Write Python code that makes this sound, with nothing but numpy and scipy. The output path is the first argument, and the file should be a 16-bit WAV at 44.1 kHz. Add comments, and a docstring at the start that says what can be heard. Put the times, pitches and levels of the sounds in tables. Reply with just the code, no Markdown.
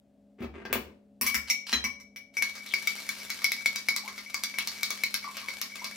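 """At a bar counter in a small room, a spoon is picked off a board, pushed between ice cubes and stirred.
Cubes and spoon knock on the glass: each knock is a coloured noise burst plus decaying modes of what is hit.
Between knocks come rubbing ice and ticks of filtered noise, skids of swept resonance and gurgles of gliding sines.
An appliance hums behind as a few sines, heard with a slight waver, over soft noise; two microphones hear it all
with the room's echo of the bar sounds.
"""
import sys
import numpy as np
from scipy import signal
from scipy.fft import rfft, irfft, next_fast_len
from scipy.io import wavfile
from scipy.ndimage import uniform_filter1d

SR = 44100
rng = np.random.default_rng(int(sys.argv[2]) if len(sys.argv) > 2 else 0)


def wrap_up_sound(samples):
    """Save the sound to the file named by the first command line argument, as 16-bit audio."""
    columns = np.atleast_2d(samples).T
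    # keep every value between -1 and 1, then stretch to whole-number steps
    tamed = np.clip(columns, -1, 1)
    steps = np.round(tamed * 32767).astype(np.int16)
    wavfile.write(sys.argv[1], SR, steps)


N = 262836
TIME = np.arange(N) / SR
AGE = TIME[:20000]  # seconds since the onset of a single sound


def undb(db):
    """Turn decibels into gain."""
    return 10 ** (np.asarray(db) / 20)


def law(x, points):
    """Read a table of (x, value) joined by straight lines."""
    return np.interp(x, *np.transpose(points))


def along(hz, points):
    """Read a table of (Hz, value) on a log-frequency axis."""
    f, value = np.transpose(points)
    return np.interp(np.log(hz + 1), np.log(f), value)


def colour(x, *spectra):
    """Causal minimum-phase filter whose gain is the sum of some (Hz, dB) tables."""
    size = next_fast_len(len(x) // 2 + 1, True) * 2
    hz = np.fft.rfftfreq(size, 1 / SR)
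    gain_db = sum(along(hz, spectrum) for spectrum in spectra)
    cepstrum = irfft(np.log(undb(gain_db)))
    # fold the cepstrum forward so that nothing sounds before the input
    cepstrum[1:size // 2] *= 2
    cepstrum[size // 2 + 1:] = 0
    return irfft(rfft(x, size) * np.exp(rfft(cepstrum)))[:len(x)]


def unit(x):
    """Scale to an RMS of one."""
    return x / np.sqrt(np.mean(x ** 2))


def fade(t60):
    """Exponential decay that falls 60 dB in t60 seconds."""
    return np.exp(-np.log(1000) * AGE / t60)


def add(track, s, sound):
    """Mix a sound in at time s."""
    start = max(int(s * SR), 0)
    track[start:start + len(sound)] += sound[:N - start]


def grains(per_s, spread_db):
    """Random tiny impacts, most weak and a few strong."""
    chance = rng.random(N)
    size = np.minimum(rng.exponential(size=N), 4)
    return (chance < per_s / SR) * undb(spread_db * size) * rng.choice([-1, 1], N)


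def stroke(start, length, attack_s, t60):
    """Pressure of one slide: it builds, holds and dies away."""
    build = np.clip((TIME - start) / attack_s, 0, 1)
    return build * np.exp(-np.log(1000) * np.maximum(TIME - start - length, 0) / t60)


def ring(modes, length=1, scatter_db=2.0):
    """Decaying modes; each blow lands elsewhere and weights them a little differently."""
    out = 0
    for hz, db, t60 in modes:
        weight = undb(db + scatter_db * rng.standard_normal()) * rng.choice([-1, 1])
        out = out + weight * np.sin(2 * np.pi * hz * AGE) * fade(t60 * length)
    return out


# close pair of leading wall modes: (frequency [Hz], relative level [dB], nominal t60 [s])
RIM_MODES = [(2240.8, -2.5, 0.19), (2260, -6, 0.27)]


def rim(upper, length=1, sag_hz=0):
    """The wall's leading mode is a close pair; the place of the blow decides which of the two leads."""
    upper = np.clip(upper, .03, .97)
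    out = 0
    for share, (hz, db, t60) in zip((1 - upper, upper), RIM_MODES):
        tone = np.sin(2 * np.pi * (hz - sag_hz) * AGE)
        out = out + np.sqrt(share) * undb(db) * tone * fade(t60 * length)
    return out


def crack(tone, body_db, crack_db, treble_db, t60, rise_s=0.00027):
    """A contact: a short noise burst, coloured by the materials and by how hard it is."""
    envelope = fade(t60) * (1 - np.exp(-AGE / rise_s))
    burst = unit(rng.standard_normal(len(AGE)) * envelope) / np.sqrt(len(AGE))  # unit energy
    force = [(1400, body_db), (3300, crack_db), (6200, crack_db), (9000, treble_db)]
    return colour(burst, tone, force)


STIR_START_S, STIR_RISE_S = 2.33, 0.024
LIGHT_RING_DB, LIGHT_CRACK_DB = -44, -49  # relative, like the firm knocks


def light_knocks(count=7):
    """Weak knocks scattered through the stirring, one at random in each equal slot of time."""
    slots = (np.arange(count) + rng.random(count)) / count
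    times = STIR_START_S + slots * (TIME[-1] - STIR_START_S)
    return [(s, LIGHT_RING_DB, LIGHT_CRACK_DB) for s in times]


# cubes knocking on the wall: (time [s], relative ring level [dB], relative crack level [dB])
ICE_KNOCKS = [(2.4232, -22.5, -30.5), (2.5521, -51, -43.5), (2.738, -22, -33.5), (2.8727, -22.5, -30),
              (3.0903, -26.5, -33), (3.302, -31.5, -34.5), (3.419, -38, -42), (3.4433, -20.5, -27.5),
              (3.5188, -27, -31.5), (3.6589, -19.5, -30.5), (3.7593, -33, -33.5), (3.886, -20.5, -30.5),
              (3.963, -38, -30.5), (4.078, -36.5, -41.5), (4.1786, -37.5, -43), (4.3437, -27, -33.5),
              (4.4364, -29.5, -30), (4.541, -33.5, -47.5), (4.5858, -25.5, -31), (4.6733, -38, -33),
              (4.8316, -25.5, -30), (4.905, -31.5, -32), (5.0362, -22, -30.5), (5.1419, -30, -29.5),
              (5.2417, -38.5, -46), (5.368, -43, -39), (5.485, -31, -40), (5.6145, -42, -31.5),
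              (5.843, -42, -36)]
# spectrum of ice on glass: (frequency [Hz], relative level [dB])
ICE_SPECTRUM = [(100, -31), (400, 2), (750, 1.5), (1100, 12), (1600, 8.5), (2050, 11.5), (2800, 0),
                (3400, 2.5), (4300, 10.5), (5700, 7), (7200, 1), (9000, -1), (12000, 8), (15500, 1)]
# harder knocks are brighter: (crack level [dB], treble against crack [dB])
KNOCK_BRIGHTNESS = [(-45, -6.5), (-30.5, -2)]
# further modes of the glass: (frequency [Hz], relative level [dB], nominal t60 [s])
GLASS_MODES = [(2078, -8, 0.037), (2297, -8.5, 0.071), (4110, -26, 0.014), (4440, -29.5, 0.037),
               (5000, -29, 0.056), (5586, -11, 0.059), (5790, -7, 0.034), (6000, -25, .08)]
# modes of the counter: (frequency [Hz], relative level [dB], t60 [s])
COUNTER_MODES = [(68.7, -6.5, 0.17), (170, -25, 0.099), (218, 0.5, 0.12), (243, -4.5, 0.28),
                 (341.6, -15.5, 0.13), (478, -14, 0.27)]
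# a knock's low body follows its crack up to a ceiling
BODY_BELOW_DB, BODY_CEILING_DB = 2, -41.5
# the sloshing drink climbs the wall and lowers its pitch by up to this much
SLOSH_SAG_HZ = 27.1


def ice(ring_db=5, crack_db=25, crack_t60=0.012, glancing_t60=0.07, glass_db=2, thud_db=-20, held=0.45,
        rebound_db=-13, upper_share=.5):
    """Cubes hit the wall: a dry crack and its rebound, the ring of the glass, a faint thud in the counter."""
    cracks, rings = np.zeros(N), np.zeros(N)
    knocks = list(ICE_KNOCKS) + light_knocks()
    for (s, wall, mid), (bounce, spot, slosh) in zip(knocks, rng.random((len(knocks), 3))):
        body = min(mid - BODY_BELOW_DB, BODY_CEILING_DB)
        treble = mid + law(mid, KNOCK_BRIGHTNESS)
        rebound_s = np.interp(bounce, [0, 1], [0.0051, 0.028])
        # hard knocks are one short snap, weak ones a glancing scuff
        contact_t60 = np.interp(treble, [-48, -36], [glancing_t60, crack_t60])
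        for delay, db in ((0, crack_db), (rebound_s, crack_db + rebound_db)):
            add(cracks, s + delay, undb(db) * crack(ICE_SPECTRUM, body, mid, treble, contact_t60))
        add(cracks, s, undb(body + thud_db) * ring(COUNTER_MODES))
        # a slow cube stays against the wall and damps it
        length = np.interp(wall, [-27, -19], [held, 1])
        add(rings, s, undb(wall + ring_db) * rim(upper_share * spot, length, SLOSH_SAG_HZ * slosh))
        add(rings, s, undb((wall + mid) / 2 + glass_db) * ring(GLASS_MODES, length))
    return cracks, rings


# spoon on ice and glass: (time [s], ring [dB], crack [dB], downward push [dB]), relative levels
SPOON_KNOCKS = [(1.212, -43, -34, -34.5), (1.265, -27, -32, -40.5), (1.3443, -37, -30.5, -35.5),
                (1.4999, -28, -28, -48.5), (1.7278, -65, -29.5, -29.5), (1.841, -32, -35.5, -38),
                (2.0, -49.5, -56, -67), (2.161, -45, -48.5, -72), (2.369, -26, -39, -49)]
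# spectrum of the spoon's contacts: (frequency [Hz], relative level [dB])
SPOON_SPECTRUM = [(100, -16.5), (400, 2), (700, 1.5), (1050, 15), (1500, 4.5), (2100, 14.5), (3300, -1),
                  (5700, 6.5), (7500, -2), (15500, 3.5)]
# the spoon sinks to the bottom and is eased up again: (time [s], depth [0-1])
SPOON_DEPTH = [(1.21, 0.07), (1.48, 0.67), (1.70, 1), (1.85, 0.68)]
# the drink muffles the spoon's bowl: (depth [0-1], treble against crack [dB])
DRINK_MUFFLING = [(0, 9), (.25, -1), (1, -12)]
# the stem rings once the spoon stands on the bottom: (depth [0-1], stem against crack [dB])
STEM_GROUNDING = [(.7, -29), (1, 11.5)]
# modes of the spoon's bowl: (frequency [Hz], relative level [dB], nominal t60 [s])
BOWL_MODES = [(10200, -5.5, 0.092), (11720, -2.5, 0.016), (12030, 3, 0.055), (13400, -14.5, .11),
              (14200, -21, 0.057), (15100, -9, .08)]
# modes of the spoon's stem: (frequency [Hz], relative level [dB], nominal t60 [s])
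STEM_MODES = [(1769, -14, .1), (2417, -7, .06), (3189, -7, .13), (3730, -14, .09), (4031, 0, .13),
              (4115, -9, .08), (5513, -12, .12), (6455, -15, .13), (11380, -18, .08)]


def spoon(ring_db=1, crack_db=25, crack_t60=0.013, glass_db=8, bowl_db=0, rim_length=1.2, length=1.2,
          weight_db=7, thud_db=-15, drowned=.25):
    """Steel pushes between the cubes; the loosely held glass rings longer, the bowl and stem ring too."""
    cracks, rings = np.zeros(N), np.zeros(N)
    for s, wall, mid, push in SPOON_KNOCKS:
        depth = law(s, SPOON_DEPTH)
        treble = mid + law(depth, DRINK_MUFFLING)
        stem = mid + law(depth, STEM_GROUNDING)
        add(cracks, s, undb(crack_db) * crack(SPOON_SPECTRUM, push, mid, treble, crack_t60))
        # the push goes down through the glass into the counter
        thud = colour(ring(COUNTER_MODES), [(72, weight_db), (110, -3), (190, 3)])
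        add(cracks, s, undb(push + thud_db) * thud)
        add(rings, s, undb(wall + ring_db) * rim(0.71, rim_length))
        add(rings, s, undb((wall + mid) / 2 + glass_db) * ring(GLASS_MODES, length))
        # deeper in the drink the bowl's ring is shorter
        bowl_length = np.interp(depth, [0, 1], [1, drowned])
        add(rings, s, undb(treble + bowl_db) * ring(BOWL_MODES, bowl_length))
        add(rings, s, undb(stem) * ring(STEM_MODES))
    return cracks, rings


# the twisted stem rattling along the cubes: (start [s], length [s], relative level [dB])
STEM_SCRAPES = [(1.222, .09, -44), (1.472, .024, -41), (1.663, 0.063, -41)]
# spectrum of the rattle: (frequency [Hz], relative level [dB])
SCRAPE_SPECTRUM = [(300, -16), (1100, -2.5), (2200, 1), (3800, 3.5), (5300, 5), (7000, -8), (15000, -14.5)]


def scrapes(per_s=1200, spread_db=4, stem_db=-9):
    """The stem chatters over the ice as dense tiny impacts and rings a little."""
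    chatter = grains(per_s, spread_db)
    stem = unit(signal.fftconvolve(chatter, ring(STEM_MODES, 0.24))[:N])
    rattle = unit(colour(chatter, SCRAPE_SPECTRUM)) + undb(stem_db) * stem
    return rattle * sum(undb(db) * stroke(s, length, 0.0084, 0.052) for s, length, db in STEM_SCRAPES)


# taps of hand and spoon on the board:
# (time [s], relative thud level [dB], relative tap level [dB], treble slope [dB per octave])
BOARD_TAPS = [(.405, -39.5, -65, 1), (.424, -43, -51, -2.5), (0.444, -46, -48, -5.5),
              (0.652, -49, -38.5, -7.5), (.708, -44.5, -46, -13), (.728, -58, -32, 3.5),
              (.755, -41.5, -34, -4)]
# spectrum of the taps: (frequency [Hz], relative level [dB])
BOARD_SPECTRUM = [(100, 3), (450, 17), (800, 11), (2200, 11), (4500, 6), (8000, -8), (11000, -2.5),
                  (15000, 4.5)]
# fingers and spoon sliding on the board: (start [s], length [s], relative level [dB])
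BOARD_SLIDES = [(0.382, 0.05, -43), (0.52, 0.09, -47.5), (0.68, 0.092, -46)]
# spectrum of the sliding: (frequency [Hz], relative level [dB])
SLIDE_SPECTRUM = [(60, 4), (150, -9), (350, 11), (700, -5), (2400, -7.5), (4000, -24), (12000, -46.5)]
SLIDE_ATTACK_S, SLIDE_T60_S = 0.027, .12


def board(crack_db=24, dull_t60=0.03, sharp_t60=0.015, weight_db=11, mid_octaves=0.87, treble_octaves=2.6):
    """A hand lands on the board and drags the spoon, which clacks as it is lifted."""
    pressure = sum(undb(db) * stroke(s, length, SLIDE_ATTACK_S, SLIDE_T60_S)
                   for s, length, db in BOARD_SLIDES)
    out = unit(colour(grains(900, 5.1), SLIDE_SPECTRUM)) * pressure
    for s, thud, body, slope in BOARD_TAPS:
        mid = body + slope * mid_octaves
        treble = body + slope * treble_octaves
        # the duller the contact, the longer it pushes and the more bass it leaves in the counter
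        bass_db = np.interp(treble, [-65, -55], [weight_db, 0])
        contact_t60 = np.interp(treble, [-55, -25], [dull_t60, sharp_t60])
        add(out, s, undb(crack_db) * crack(BOARD_SPECTRUM, body, mid, treble, contact_t60))
        add(out, s, undb(thud) * colour(ring(COUNTER_MODES), [(80, bass_db), (170, 0)]))
    return out


# vigour of the stirring: (time [s], relative level of the rubbing ice [dB])
STIR_VIGOUR = [(2.5, -52.5), (2.8, -44.5), (3.82, -50), (4.33, -51), (4.82, -47.5), (5.38, -51),
               (5.66, -49), (5.95, -49)]
# spectrum of rubbing ice: (frequency [Hz], relative level [dB])
RUB_SPECTRUM = [(200, -8), (700, -5), (1600, -2.5), (2200, -1), (3000, -2.5), (4300, 2), (5700, -1),
                (8200, -8.5), (13500, -6), (15500, -16)]


def swirl(rub_db=-3.5, per_s=400, spread_db=2.5, catch_db=-1.0, slip_t60=0.037, nudge_db=-52):
    """Circling cubes catch and slip on each other and keep nudging the wall."""
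    stirring = np.clip((TIME - STIR_START_S) / STIR_RISE_S, 0, 1)
    catching = undb(catch_db * unit(uniform_filter1d(rng.standard_normal(N), size=1500)))
    # every slip is a short scuff of noise; their powers add up
    slip_power = signal.fftconvolve(grains(per_s, spread_db) ** 2, fade(slip_t60) ** 2)[:N]
    scuffs = np.sqrt(abs(slip_power)) * catching * rng.standard_normal(N)
    rub = unit(colour(scuffs, RUB_SPECTRUM))
    # light touches keep the wall ringing faintly
    touches = grains(45, 2) * stirring
    nudges = unit(signal.fftconvolve(touches, rim(.5, .6) + ring(GLASS_MODES, .6))[:N])
    return rub * stirring * undb(law(TIME, STIR_VIGOUR) + rub_db) + undb(nudge_db) * nudges


def ticks(per_s=24, spread_db=2.5, tick_db=-7, t60=.016):
    """Corners of the cubes snap past each other: small separate bursts of noise."""
    snaps = grains(per_s, spread_db) * (TIME > STIR_START_S)
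    power = signal.fftconvolve(snaps ** 2, fade(t60) ** 2)[:N]
    bursts = np.sqrt(abs(power)) * rng.standard_normal(N)
    return unit(colour(bursts, RUB_SPECTRUM)) * undb(law(TIME, STIR_VIGOUR) + tick_db)


# cubes skidding on each other:
# (start [s], length [s], first frequency [Hz], last frequency [Hz], relative level [dB])
ICE_SKIDS = [(2.654, 0.12, 4350, 2494, -42.5), (3.177, 0.055, 5200, 5460, -43),
             (4.577, 0.05, 3210, 2850, -38), (5.345, 0.073, 2490, 2977, -40.5)]


def skids(width_hz=480):
    """Fine chatter excites a resonance that sweeps as the gap between two cubes changes."""
    out = np.zeros(N)
    smooth = signal.butter(2, width_hz, fs=SR, output="sos")
    chatter = unit(signal.sosfilt(smooth, grains(2700, 6.1)))
    for s, length, first_hz, last_hz, db in ICE_SKIDS:
        progress = np.clip((TIME - s) / length, 0, 1)
        phase = 2 * np.pi * np.cumsum(first_hz + (last_hz - first_hz) * progress) / SR
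        out += undb(db) * np.sin(np.pi * progress) * chatter * np.sin(phase)
    return out


# air pockets in the drink:
# (time [s], starting pitch [Hz], relative level [dB], glide [octaves per s])
AIR_POCKETS = [(4.035, 776, -44, 10), (4.064, 970, -41, 7), (4.345, 1165, -41, -3.5),
               (5.245, 1144, -36, 0.5), (5.276, 1053, -38.5, 1), (5.425, 1174, -42, -5),
               (5.817, 943, -38, 6.5)]
GURGLE_T60_S = 0.19


def gurgles(rise_s=0.00075, wobble=0.5):
    """Trapped air rings and wobbles, its pitch gliding as the pocket changes size."""
    out = np.zeros(N)
    for s, hz, db, glide in AIR_POCKETS:
        # the glide stops halfway through the decay time
        pitch_hz = hz * 2 ** (glide * np.minimum(AGE, GURGLE_T60_S / 2))
        phase = 2 * np.pi * np.cumsum(pitch_hz) / SR
        shake = 1 + wobble * unit(uniform_filter1d(rng.standard_normal(len(AGE)), size=300))
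        envelope = fade(GURGLE_T60_S) * (1 - np.exp(-AGE / rise_s))
        add(out, s, undb(db) * np.sin(phase) * shake * envelope)
    return out


# partials of the hum: (frequency [Hz], relative level [dB])
HUM_PARTIALS = [(204.6, -63), (253.0, -73), (274.5, -72.5), (430.7, -78.5), (570.6, -74.5)]
# spectrum of the room noise: (frequency [Hz], relative level [dB])
AIR_SPECTRUM = [(30, 18), (90, 5.5), (260, 6.5), (400, -2), (650, 5.5), (1000, -16.5), (4000, -23),
                (15000, -33.5)]
# the hum is heard more softly at the very start, then at a held gain
GAIN_DB, GAIN_START_DB, GAIN_RISE_S = 2, -7, .25


def appliance(air_db=-66, waver=0.26):
    """A motor's hum, whose partials are heard to waver a little, over faint low room noise."""
    knots = np.linspace(0, TIME[-1], num=40)
    hum = 0
    for hz, db in HUM_PARTIALS:
        size, drift = (np.interp(TIME, knots, rng.standard_normal(len(knots))) for _ in range(2))
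        tone = np.sin(2 * np.pi * hz * TIME + 2 * waver * drift)
        hum = hum + np.sqrt(2) * undb(db) * (1 + waver * size) * tone
    gain = undb(np.interp(TIME, [0, GAIN_RISE_S], [GAIN_START_DB, GAIN_DB]))
    air = np.array([unit(colour(rng.standard_normal(N), AIR_SPECTRUM)) for _ in range(3)])
    # one noise is common to both channels, the other two are one for each
    return hum * gain + undb(air_db) * (air[2] + 0.5 * air[:2])


# decay of the room: (frequency [Hz], t60 [s])
ROOM_DECAY = [(300, 0.57), (800, 0.4), (2000, 0.34), (5000, 0.34), (13000, 0.22)]


def room_echo(gap_s=.004, early_db=4, early_t60=0.11):
    """Diffuse answer of the room: noise with strong early echoes, treble dying first."""
    noise, echo = rfft(rng.standard_normal(len(AGE))), 0
    hz = np.fft.rfftfreq(len(AGE), 1 / SR)
    for k, (_, t60) in enumerate(ROOM_DECAY):
        band = along(hz, [(f, j == k) for j, (f, _) in enumerate(ROOM_DECAY)])
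        echo = echo + irfft(noise * band) * fade(t60)
    echo = echo * (AGE > gap_s) * (1 + undb(early_db) * fade(early_t60))
    return unit(echo) / np.sqrt(len(AGE))


def scene():
    """Mix the sources, then send them direct and by way of the room to two microphones."""
    ice_cracks, ice_rings = ice()
    spoon_cracks, spoon_rings = spoon()
    pickup = board()
    drink = swirl() + ticks() + scrapes() + skids() + gurgles()
    direct = ice_cracks + ice_rings + spoon_cracks + spoon_rings + pickup + drink
    # little of the treble from down in the drink spreads through the room
    send = colour(ice_cracks, [(5500, 3), (9000, -5.5)]) + undb(-6.5) * ice_rings + undb(-2.5) * drink
    send = send + undb(6) * spoon_cracks + undb(3.5) * spoon_rings + undb(2) * pickup
    # long waves reach both microphones alike
    mid = room_echo()
    side = signal.sosfilt(signal.butter(1, 700, "high", fs=SR, output="sos"), room_echo())
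    walls = np.array([signal.fftconvolve(send, (mid + sign * side) / np.sqrt(2))[:N] for sign in (1, -1)])
    # the direct sound reaches the right microphone one sample sooner
    return np.array([np.roll(direct, 1), direct]) + walls + appliance()


# the left microphone against the right: (frequency [Hz], level difference [dB])
LEFT_AGAINST_RIGHT = [(100, 2), (1300, 2), (2250, 6), (2900, 8.5), (3900, -2), (5700, -0.5), (7000, 8),
                      (8100, 13), (10000, 4.5), (15000, 7)]
BASS_HZ, TOP_HZ = 61, 15900


def record(dry):
    """The two microphones are shaded differently; deep bass and the top are cut."""
    tilt_db = along(np.fft.rfftfreq(N, 1 / SR), LEFT_AGAINST_RIGHT) / 2
    heard = irfft(rfft(dry) * undb([tilt_db, -tilt_db]), N)
    heard = signal.sosfilt(signal.butter(4, BASS_HZ, "high", fs=SR, output="sos"), heard)
    return signal.sosfilt(signal.ellip(8, .2, 70, TOP_HZ, fs=SR, output="sos"), heard)


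dry = scene()
out = record(dry)
wrap_up_sound(out)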